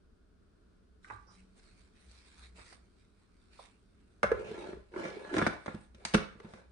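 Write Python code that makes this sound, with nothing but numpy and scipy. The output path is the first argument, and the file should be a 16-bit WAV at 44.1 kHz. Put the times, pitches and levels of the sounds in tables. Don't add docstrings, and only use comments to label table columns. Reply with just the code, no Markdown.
import sys
import numpy as np
from scipy import signal
from scipy.fft import rfft, irfft
from scipy.io import wavfile
from scipy.ndimage import uniform_filter1d

SR = 44100
rng = np.random.default_rng(int(sys.argv[2]) if len(sys.argv) > 2 else 0)


def store_wav(level_fs):
    pcm = np.round(np.clip(np.atleast_2d(level_fs), -1, 1) * 32767)
    wavfile.write(sys.argv[1], SR, pcm.T.astype(np.int16))


N = 295955

# freq_hz, density_db
CLOTH_SPECTRUM = [(290, -14.5), (500, -4), (712, -6.5), (902, -5.5), (1300, -2), (1980, -3.5), (2290, -0.5),
                  (2930, -9.5), (4120, -4.5), (6700, -15), (9050, -8.5), (9920, -17), (11500, -44)]
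# freq_hz, level_db, t60_s
SHELL_MODES = [(524, -3, .1), (830, -8, .07), (1029, -5, .17), (1170, -6, .1), (1290, -4, .09),
               (1375, -1, .14), (1490, -2, .11), (1560, -4, .1), (1680, 0, .14), (1810, -8, .07),
               (2036, -8, .1), (2170, -10, .08), (2600, -16, .08), (2713, -17, .11)]
# time_s, pitch_hz
AIR_PITCH = [(4.24, 562), (4.32, 459), (4.45, 433), (4.52, 407), (4.59, 328), (4.78, 399), (4.97, 369),
             (5.01, 335), (5.2, 404), (5.335, 335), (5.47, 324), (5.7, 299), (6.15, 427)]


def amp(db):
    return 10 ** (np.asarray(db) / 20)


def unit(x):
    return x / np.sqrt(np.mean(x ** 2) + 1e-20)


def struck(x):
    return unit(x) * np.sqrt(0.02 * SR / x.shape[-1])


def read(points, hz):
    freq_hz, value = np.transpose(points)
    return np.interp(np.log(hz + 1), np.log(freq_hz + 1), value)


def add(mix, start_s, sound):
    part = mix[:, round(start_s * SR):][:, :sound.shape[1]]
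    part += sound[:, :part.shape[1]]


def colour(x, gain_db, size=2048):
    log_gain = np.log(amp(gain_db(abs(np.fft.fftfreq(size, 1 / SR)))))
    taps = np.fft.ifft(np.exp(np.conj(signal.hilbert(log_gain)))).real
    return signal.fftconvolve(x, taps[None, :size // 2], axes=1)[:, :x.shape[1]]


def bell(hz, centre_hz, width_oct):
    return np.exp(-(np.log2((hz + 1) / centre_hz) / width_oct) ** 2)


def paired(x):
    # freq_hz, correlation
    likeness = [(60, 0.82), (200, 0.56), (400, 0.24), (700, 0), (1200, 0.09), (5000, 0.07)]
    left, other = rfft(x)
    same = read(likeness, np.fft.rfftfreq(x.shape[1], 1 / SR))
    return irfft([left, same * left + np.sqrt(1 - same ** 2) * other], x.shape[1])


def noise(spectrum):
    white = paired(rng.standard_normal((2, N)))
    return unit(colour(white, lambda f: read(spectrum, f), size=8192))


def waver(rate_hz):
    knots = rng.standard_normal(4096)
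    return unit(np.interp(np.arange(N) / SR * rate_hz, np.arange(len(knots)), knots))


def patchy(x, depth_db, span_hz, span_s):
    bands = signal.stft(x, SR, nperseg=512)[2]
    field = rng.standard_normal(bands.shape[1:])
    for axis, width in enumerate([span_hz * 512 / SR, span_s * SR / 256]):
        for _ in range(2):
            field = uniform_filter1d(field, max(1, round(width)), axis)
    return unit(signal.istft(bands * amp(depth_db * unit(field)), SR, nperseg=512)[1][:, :N])


def stroke(start_s, length_s, level_db, rise_s, release_db_per_s, sag_db_per_s=0):
    t = np.maximum(np.arange(N) / SR - start_s, 0)
    fall_db = sag_db_per_s * t + release_db_per_s * np.maximum(t - length_s, 0)
    return np.minimum(t / rise_s, 1) * amp(level_db - fall_db)


def ring(modes, t, spread_db, detune=0.0043):
    hz, db, t60_s = np.transpose(modes)[:, :, None]
    hz = hz * (1 + detune * rng.standard_normal(hz.shape))
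    weight_db = spread_db * rng.standard_normal((2, len(hz), 1))
    phase = 2 * np.pi * rng.random((2, len(hz), 1))
    return (amp(db + weight_db - 60 * t / t60_s) * np.sin(2 * np.pi * hz * t + phase)).sum(1)


def damped_sines(modes, t):
    return sum(amp(db - 60 * t / t60_s) * np.sin(2 * np.pi * hz * t) for hz, db, t60_s in modes)


def resonate(x, pitch_hz, width_hz):
    turn = np.exp(2j * np.pi * np.cumsum(pitch_hz) / SR)
    pole = np.exp(-np.pi * width_hz / SR)
    for _ in range(2):
        x = 2 * (turn * signal.lfilter([1 - pole], [1, -pole], x / turn + 1e-18)).real
    return x


def crack(t, t60_s, gain_db, grit_db=0):
    grit = amp(grit_db * waver(rate_hz=800)[:len(t)])
    white = paired(rng.standard_normal((2, len(t))))
    return struck(colour(white * grit * amp(-60 * t / t60_s), gain_db))


def puff(t, hz, swell_cycles):
    age = t * hz / swell_cycles
    return struck(age ** 2 * np.exp(-2 * age) * np.sin(2 * np.pi * hz * t))


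def room_tone(air_db=-62.5):
    # freq_hz, density_db
    air_spectrum = [(12, -50.5), (20, 0.5), (53, -3.5), (119, -15), (147, -23), (182, -12), (334, -18.5),
                    (436, -17.5), (498, -27.5), (616, -27), (850, -35.5), (1250, -30.5), (1450, -27.5),
                    (1900, -39.5), (3000, -42), (4640, -41.5), (7000, -49.5), (9500, -47), (11500, -59)]
    # pitch_hz, level_db
    hum_partials = [(62, -74.5), (189, -84)]
    hum, t = 0, np.arange(N) / SR
    for hz, db in hum_partials:
        gain = amp(db + 7.7 * waver(rate_hz=8.6))
        hum += gain * unit(np.sin(2 * np.pi * hz * t + 0.2 * waver(rate_hz=43)))
    swell = amp(air_db + 0.8 * waver(rate_hz=4))
    return swell * noise(air_spectrum) + hum


def fibres(snags_per_s=420, size_db=-2):
    snags = (rng.random(N) < snags_per_s / SR) * amp(size_db * np.minimum(rng.exponential(1, N), 3))
    clicks = snags * rng.standard_normal((2, N))
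    return unit(colour(clicks, lambda f: read(CLOTH_SPECTRUM, f) + 2 * np.log2((f + 1) / 4000)))


def sleeve(arm_in_s=1.0, stir_db=-78.5, fold_db=3.5, grain_db=-0.56):
    # start_s, length_s, level_db, fold_hz
    brushes = [(1.02, .12, -67, 7950), (1.29, 0.1, -67.5, 2780), (1.55, 0.043, -66, 8250),
               (1.608, 0.12, -70, 4600), (1.748, 0.073, -71, 4400), (1.934, 0.26, -69, 1920),
               (2.076, 0.19, -67, 5400), (2.232, 0.13, -66, 3820), (2.358, 0.1, -60.5, 3800),
               (2.543, 0.083, -59.5, 7660), (2.631, .11, -59.5, 4300), (3.498, 0.097, -65, 2200),
               (3.565, 0.098, -62, 3800), (5.573, 0.27, -71, 8660), (6.463, 0.12, -69, 5300)]
    shape = dict(rise_s=0.032, release_db_per_s=263)
    cloth = patchy(noise(CLOTH_SPECTRUM) + amp(-4) * fibres(), depth_db=3.2, span_hz=300, span_s=0.05)
    out = cloth * stroke(arm_in_s, N / SR, stir_db, **shape) * amp(2.5 * waver(rate_hz=14))
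    for start_s, length_s, level_db, fold_hz in brushes:
        swish = unit(colour(cloth, lambda f: fold_db * bell(f, fold_hz, width_oct=0.24), size=512))
        out += stroke(start_s, length_s, level_db, **shape) * np.roll(swish, rng.integers(N), axis=1)
    return amp(grain_db * waver(rate_hz=280)) * out


def bumps(lifted_s=1.5, muted_db=-14, fall_s=0.005):
    # start_s, level_db, centre_hz, half_width_oct, thump_db, rise_s
    contacts = [(1.0448, -44.5, 1620, 0.56, -92, 0.0002), (1.073, -53, 1370, 1.3, -70, .015),
                (1.1001, -38, 1220, 1.03, -59.5, 0.00029), (1.107, -36, 1030, 0.9, -61, 0.00037),
                (1.128, -54, 1140, 1.15, -62, 0.00066), (1.263, -55, 5350, 0.22, -77, 0.037),
                (1.275, -53.5, 1050, 0.65, -69, 0.015), (2.561, -67, 2780, 1.3, -76, 0.0008),
                (2.584, -47, 865, 1.53, -65, 0.01), (2.724, -48, 1090, 1.2, -67.5, 0.0017),
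                (3.589, -41.5, 756, 0.84, -80, 0.0033)]
    # freq_hz, level_db, t60_s
    lid_modes = [(856, 2, .23), (1030, -1, .2), (1157, 4, .28), (1195, 3.5, .24), (1290, 3, .1),
                 (1475, -2, .24), (1556, -3, .2), (2256, -6, .15)]
    out, t = np.zeros((2, N)), np.arange(SR // 3) / SR
    for start_s, level_db, centre_hz, half_width_oct, thump_db, rise_s in contacts:
        band_db = lambda f: np.maximum(-10 * (np.log2((f + 1) / centre_hz) / half_width_oct) ** 4, -42)
        onset = 1 - np.exp(-t / rise_s)
        white = paired(rng.standard_normal((2, len(t))))
        clack = struck(colour(white * onset * np.exp(-t / (fall_s + rise_s)), band_db))
        ringing = colour(struck(ring(lid_modes, t, spread_db=1.5) * onset), band_db)
        plastic = clack + amp(muted_db * (start_s > lifted_s)) * ringing
        thump = puff(t, hz=102, swell_cycles=2.2) + amp(-1.5) * puff(t, hz=387, swell_cycles=0.55)
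        add(out, start_s, amp(level_db - 10.5) * plastic + amp(thump_db) * thump)
    return out


def kitchen(x, first_s=0.0081, build_s=0.00069, echoes_per_s=4000):
    # freq_hz, t60_s
    decay_times = [(150, 0.39), (400, 0.35), (1000, 0.43), (2800, 0.4), (7500, 0.31)]
    echoes = rng.standard_normal((2, SR // 2)) * (rng.random((2, SR // 2)) < echoes_per_s / SR)
    hz, t, bands = signal.stft(paired(echoes), SR, nperseg=256)
    bands *= amp(-3 / (1 + (hz[:, None] / 330) ** 4))
    bands *= amp(-60 * t / read(decay_times, hz)[:, None])
    tail = signal.istft(bands, SR, nperseg=256)[1]
    tail *= np.clip((np.arange(tail.shape[1]) / SR - first_s) / build_s, 0, 1)
    return signal.fftconvolve(x, tail / np.linalg.norm(tail[0]), axes=1)[:, :N]


def knocks(hard_clack_hz=1820, tick_db_per_oct=48, light_db=-43, light_rise_s=0.0013):
    # start_s, clack_db, tick_db, air_db, thud_db
    blows = [(4.23, -14, -34, -22, -47), (4.24, -22.5, -50, -20.5, -34), (4.316, -23, -47, -17.5, -46.5),
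             (4.341, -46, -62, -32, -49.5), (4.512, -55.5, -52, -33, -43), (4.577, -42, -66, -36, -66),
             (4.687, -57, -58, -38.5, -46.5), (4.729, -41.5, -70, -37, -49), (4.769, -63, -72, -41, -50.5),
             (4.938, -39, -74, -44.5, -55), (4.961, -33, -65, -30, -47), (5.052, -38, -58, -40.5, -40.5),
             (5.167, -47, -65, -35, -54), (5.247, -38.5, -66, -46, -54), (5.34, -29, -43, -26, -49),
             (5.366, -22.5, -36.5, -23, -33), (5.382, -23.5, -34, -24.5, -28.5),
             (5.386, -25.5, -38.5, -48, -50), (5.392, -21, -50, -43, -37), (5.4155, -19.5, -48, -28, -39),
             (5.423, -21, -53, -42, -25.5), (5.465, -14, -36, -26.5, -65), (5.47, -23, -36, -53, -30.5),
             (5.66, -30, -46, -67, -67), (5.68, -26.5, -70, -50, -36.5), (5.745, -42.5, -54, -47, -35.5),
             (5.946, -50.5, -53, -75, -55.5), (6.051, -40.5, -33, -70, -44), (6.138, -27, -29, -63, -35),
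             (6.1434, -15.5, -26, -38, -22.5), (6.146, -15, -27.5, -57.5, -65),
             (6.148, -21.5, -52, -26.5, -20.5), (6.182, -52, -61, -50, -39), (6.354, -63, -70, -61, -49),
             (6.4, -40.5, -55.5, -46.5, -70), (6.447, -46, -65, -60, -41), (6.536, -39, -53, -70, -48.5)]
    # freq_hz, level_db, t60_s
    base_modes = [(62.6, -19, 0.58), (107.5, -1.5, 0.14), (166.5, 7, 0.15), (337, 5.5, 0.062),
                  (511, -12, 0.2)]
    # freq_hz, level_db, t60_s
    tab_modes = [(3400, 0, .06), (3680, -4, .06), (3950, -2, .06), (4250, -5, .05), (5600, -6, .05),
                 (6520, -6, .07), (8800, -8, .05)]
    # freq_hz, density_db
    clack_spectrum = [(60, -71), (200, -4.5), (450, 5), (620, 4.5), (760, -1.5), (1000, 0), (1350, -2),
                      (1700, -4), (2300, -5), (2900, -42), (5000, -42), (10000, -42)]
    # freq_hz, density_db
    tick_spectrum = [(1000, -17), (2400, 2.5), (3000, 0), (3600, 1), (4700, -4), (6400, -6.5),
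                     (7100, -17.5), (8200, -9.5), (9800, -13), (11000, -18)]
    # time_s, ring_db
    freedom = [(4.25, -1.5), (4.6, -6), (5.4, -4), (5.47, -12.5), (6.1, -9)]
    out, t = np.zeros((2, N)), np.arange(SR // 3) / SR
    rocking = struck(damped_sines(base_modes, t))
    thud = amp(-8) * puff(t, hz=205.7, swell_cycles=1.57) + amp(-5.5) * rocking
    for start_s, clack_db, tick_db, air_db, thud_db in blows:
        centre_hz = hard_clack_hz * 2 ** ((tick_db - clack_db) / tick_db_per_oct)
        focused_db = lambda f: read(clack_spectrum, f) + 3 * bell(f, centre_hz, width_oct=0.46)
        ring_db = np.interp(start_s, *np.transpose(freedom))
        shell = amp(ring_db) * struck(ring(SHELL_MODES, t, spread_db=2.5))
        tabs = amp(-12) * struck(ring(tab_modes, t, spread_db=2))
        clack = crack(t, t60_s=0.033, gain_db=focused_db, grit_db=2) + shell
        tick = crack(t, t60_s=0.043, gain_db=lambda f: read(tick_spectrum, f), grit_db=4) + tabs
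        plastic = amp(clack_db - 13) * clack + amp(tick_db - 8.5) * tick
        air_hz = np.interp(start_s, *np.transpose(AIR_PITCH))
        air = puff(t, air_hz, swell_cycles=2.03) + amp(-16.5) * draught(t)
        rise_s = light_rise_s * 2 ** ((light_db - clack_db) / 8)
        onset = 1 - np.exp(-t / rise_s)
        add(out, start_s, onset * plastic + amp(air_db - 7.5) * air + amp(thud_db) * thud)
    return out


def draught(t, t60_s=0.49, band_hz=(48, 95)):
    gust = rng.standard_normal((2, len(t))) * amp(-60 * t / t60_s)
    return struck(signal.sosfilt(signal.butter(2, band_hz, "bandpass", fs=SR, output="sos"), gust))


def slide(slips_per_s=420, size_db=2.5, leak_db_per_s=30.5, spot_s=0.075, spots=4):
    # start_s, length_s, scrape_db, pressure_db
    pushes = [(4.321, 0.16, -49.5, -39), (4.474, 0.23, -50, -45), (4.912, 0.17, -43.5, -40.5),
              (5.09, 0.45, -55, -47.5), (5.253, .06, -47.5, -63), (5.305, 0.041, -36.5, -22.5),
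              (5.36, 0.065, -48, -47), (5.64, 0.054, -50.5, -46), (5.93, 0.19, -65.5, -62),
              (6.352, 0.25, -63, -57)]
    # freq_hz, density_db
    scrape_spectrum = [(40, -22), (110, -2.5), (200, 5.5), (290, -2.5), (400, 0.5), (580, 10), (730, 0),
                       (850, 5.5), (1100, -4.5), (1500, -6.5), (1900, -7.5), (2300, -4.5), (3000, -11.5),
                       (4000, -14), (7000, -24.5), (9500, -22.5), (11000, -52.5)]
    shape = dict(rise_s=0.088, release_db_per_s=230)
    scraping = pressure = rasp = 0
    for start_s, length_s, scrape_db, pressure_db in pushes:
        scraping += stroke(start_s, length_s, scrape_db, **shape)
        pressure += stroke(start_s, length_s, pressure_db, **shape, sag_db_per_s=leak_db_per_s)
    sizes = amp(size_db * np.minimum(rng.exponential(1, N), 4))
    slips = sizes * (rng.random(N) < slips_per_s / SR) * rng.choice([-1, 1], N)
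    judder = amp(0.5 * waver(rate_hz=86))
    t, slip_t = np.arange(N) / SR, np.arange(SR // 10) / SR
    spot = (t / spot_s).astype(int) % spots
    for k in range(spots):
        response = crack(slip_t, t60_s=0.068, gain_db=lambda f: read(scrape_spectrum, f))
        response += amp(-7) * struck(ring(SHELL_MODES, slip_t, spread_db=4))
        rasp += signal.oaconvolve((slips * (spot == k))[None], response, axes=1)[:, :N]
    plastic = unit(rasp) + amp(-10) * noise(scrape_spectrum)
    plastic = patchy(plastic, depth_db=2.8, span_hz=220, span_s=0.042)
    air_hz = np.interp(t, *np.transpose(AIR_PITCH)) * (1 + 0.048 * waver(rate_hz=170))
    air = unit(resonate(stutter(), air_hz, width_hz=105))
    return judder * (amp(1) * scraping * plastic + amp(-3.5) * pressure * air)


def stutter(jumps_per_s=58, uneven=0.35, spread_db=2):
    count = np.cumsum(jumps_per_s * np.exp(uneven * waver(rate_hz=60))) / SR
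    jumps = np.diff(np.floor(count), prepend=0)
    return jumps * rng.choice([-1, 1], N) * amp(spread_db * rng.standard_normal(N))


def squeak(width_hz=170, jitter=0.013):
    # start_s, length_s, pitch_hz, level_db
    squeaks = [(5.41, 0.042, 3540, -52.5)]
    out = 0
    for start_s, length_s, pitch_hz, level_db in squeaks:
        rough_hz = pitch_hz * (1 + jitter * waver(rate_hz=99))
        tone = np.array([resonate(x, rough_hz, width_hz) for x in rng.standard_normal((2, N))])
        out += stroke(start_s, length_s, level_db, rise_s=0.0042, release_db_per_s=711) * unit(tone)
    return out


def latch(start_s=6.05, snap_db=-37, grain_db=2):
    # freq_hz, density_db
    tab_spectrum = [(410, -47), (650, -3.5), (900, 2), (1350, -3), (1950, 3), (2400, 1), (2900, -16),
                    (3950, -7), (4650, 3), (5200, -8), (9150, -8.5), (10300, -21), (11000, -57)]
    drag = stroke(start_s, length_s=0.1, level_db=-58, rise_s=0.006, release_db_per_s=600)
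    grain = amp(grain_db * waver(rate_hz=100))
    out = drag * grain * patchy(noise(tab_spectrum), depth_db=6, span_hz=260, span_s=0.07)
    snap = crack(np.arange(SR // 10) / SR, t60_s=0.045, gain_db=lambda f: read(tab_spectrum, f))
    add(out, start_s, amp(snap_db) * snap)
    return out


def lock(start_s=6.15):
    # freq_hz, level_db, t60_s
    locked_modes = [(225, -22, 0.074), (335, -20.5, .07), (421, -35, 0.32), (1380, -25, 0.069),
                    (2650, -36.5, 0.076)]
    out = np.zeros((2, N))
    tone = damped_sines(locked_modes, np.arange(SR // 3) / SR)
    add(out, start_s, np.array([tone, tone]))
    return out


def scene():
    blows = knocks()
    rubbing = slide() + squeak() + latch()
    lifting = bumps()
    bowl = blows + lock() + rubbing + kitchen(amp(-8.5) * blows + amp(-6.5) * rubbing)
    loose_lid = lifting + amp(-7) * kitchen(lifting)
    plastic = bowl * amp([[-0.7], [0.7]]) + loose_lid * amp([[-3], [2.5]])
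    return plastic + sleeve() * amp([[-1.4], [1.4]]) + room_tone()


def record(dry, low_cut_hz=40, high_cut_hz=10550):
    x = signal.sosfilt(signal.butter(2, low_cut_hz, "highpass", fs=SR, output="sos"), dry)
    lowpass = signal.firwin(127, high_cut_hz, window=("kaiser", 8), fs=SR)
    return signal.oaconvolve(x, lowpass[None], "same")


dry = scene()
out = record(dry)
store_wav(out)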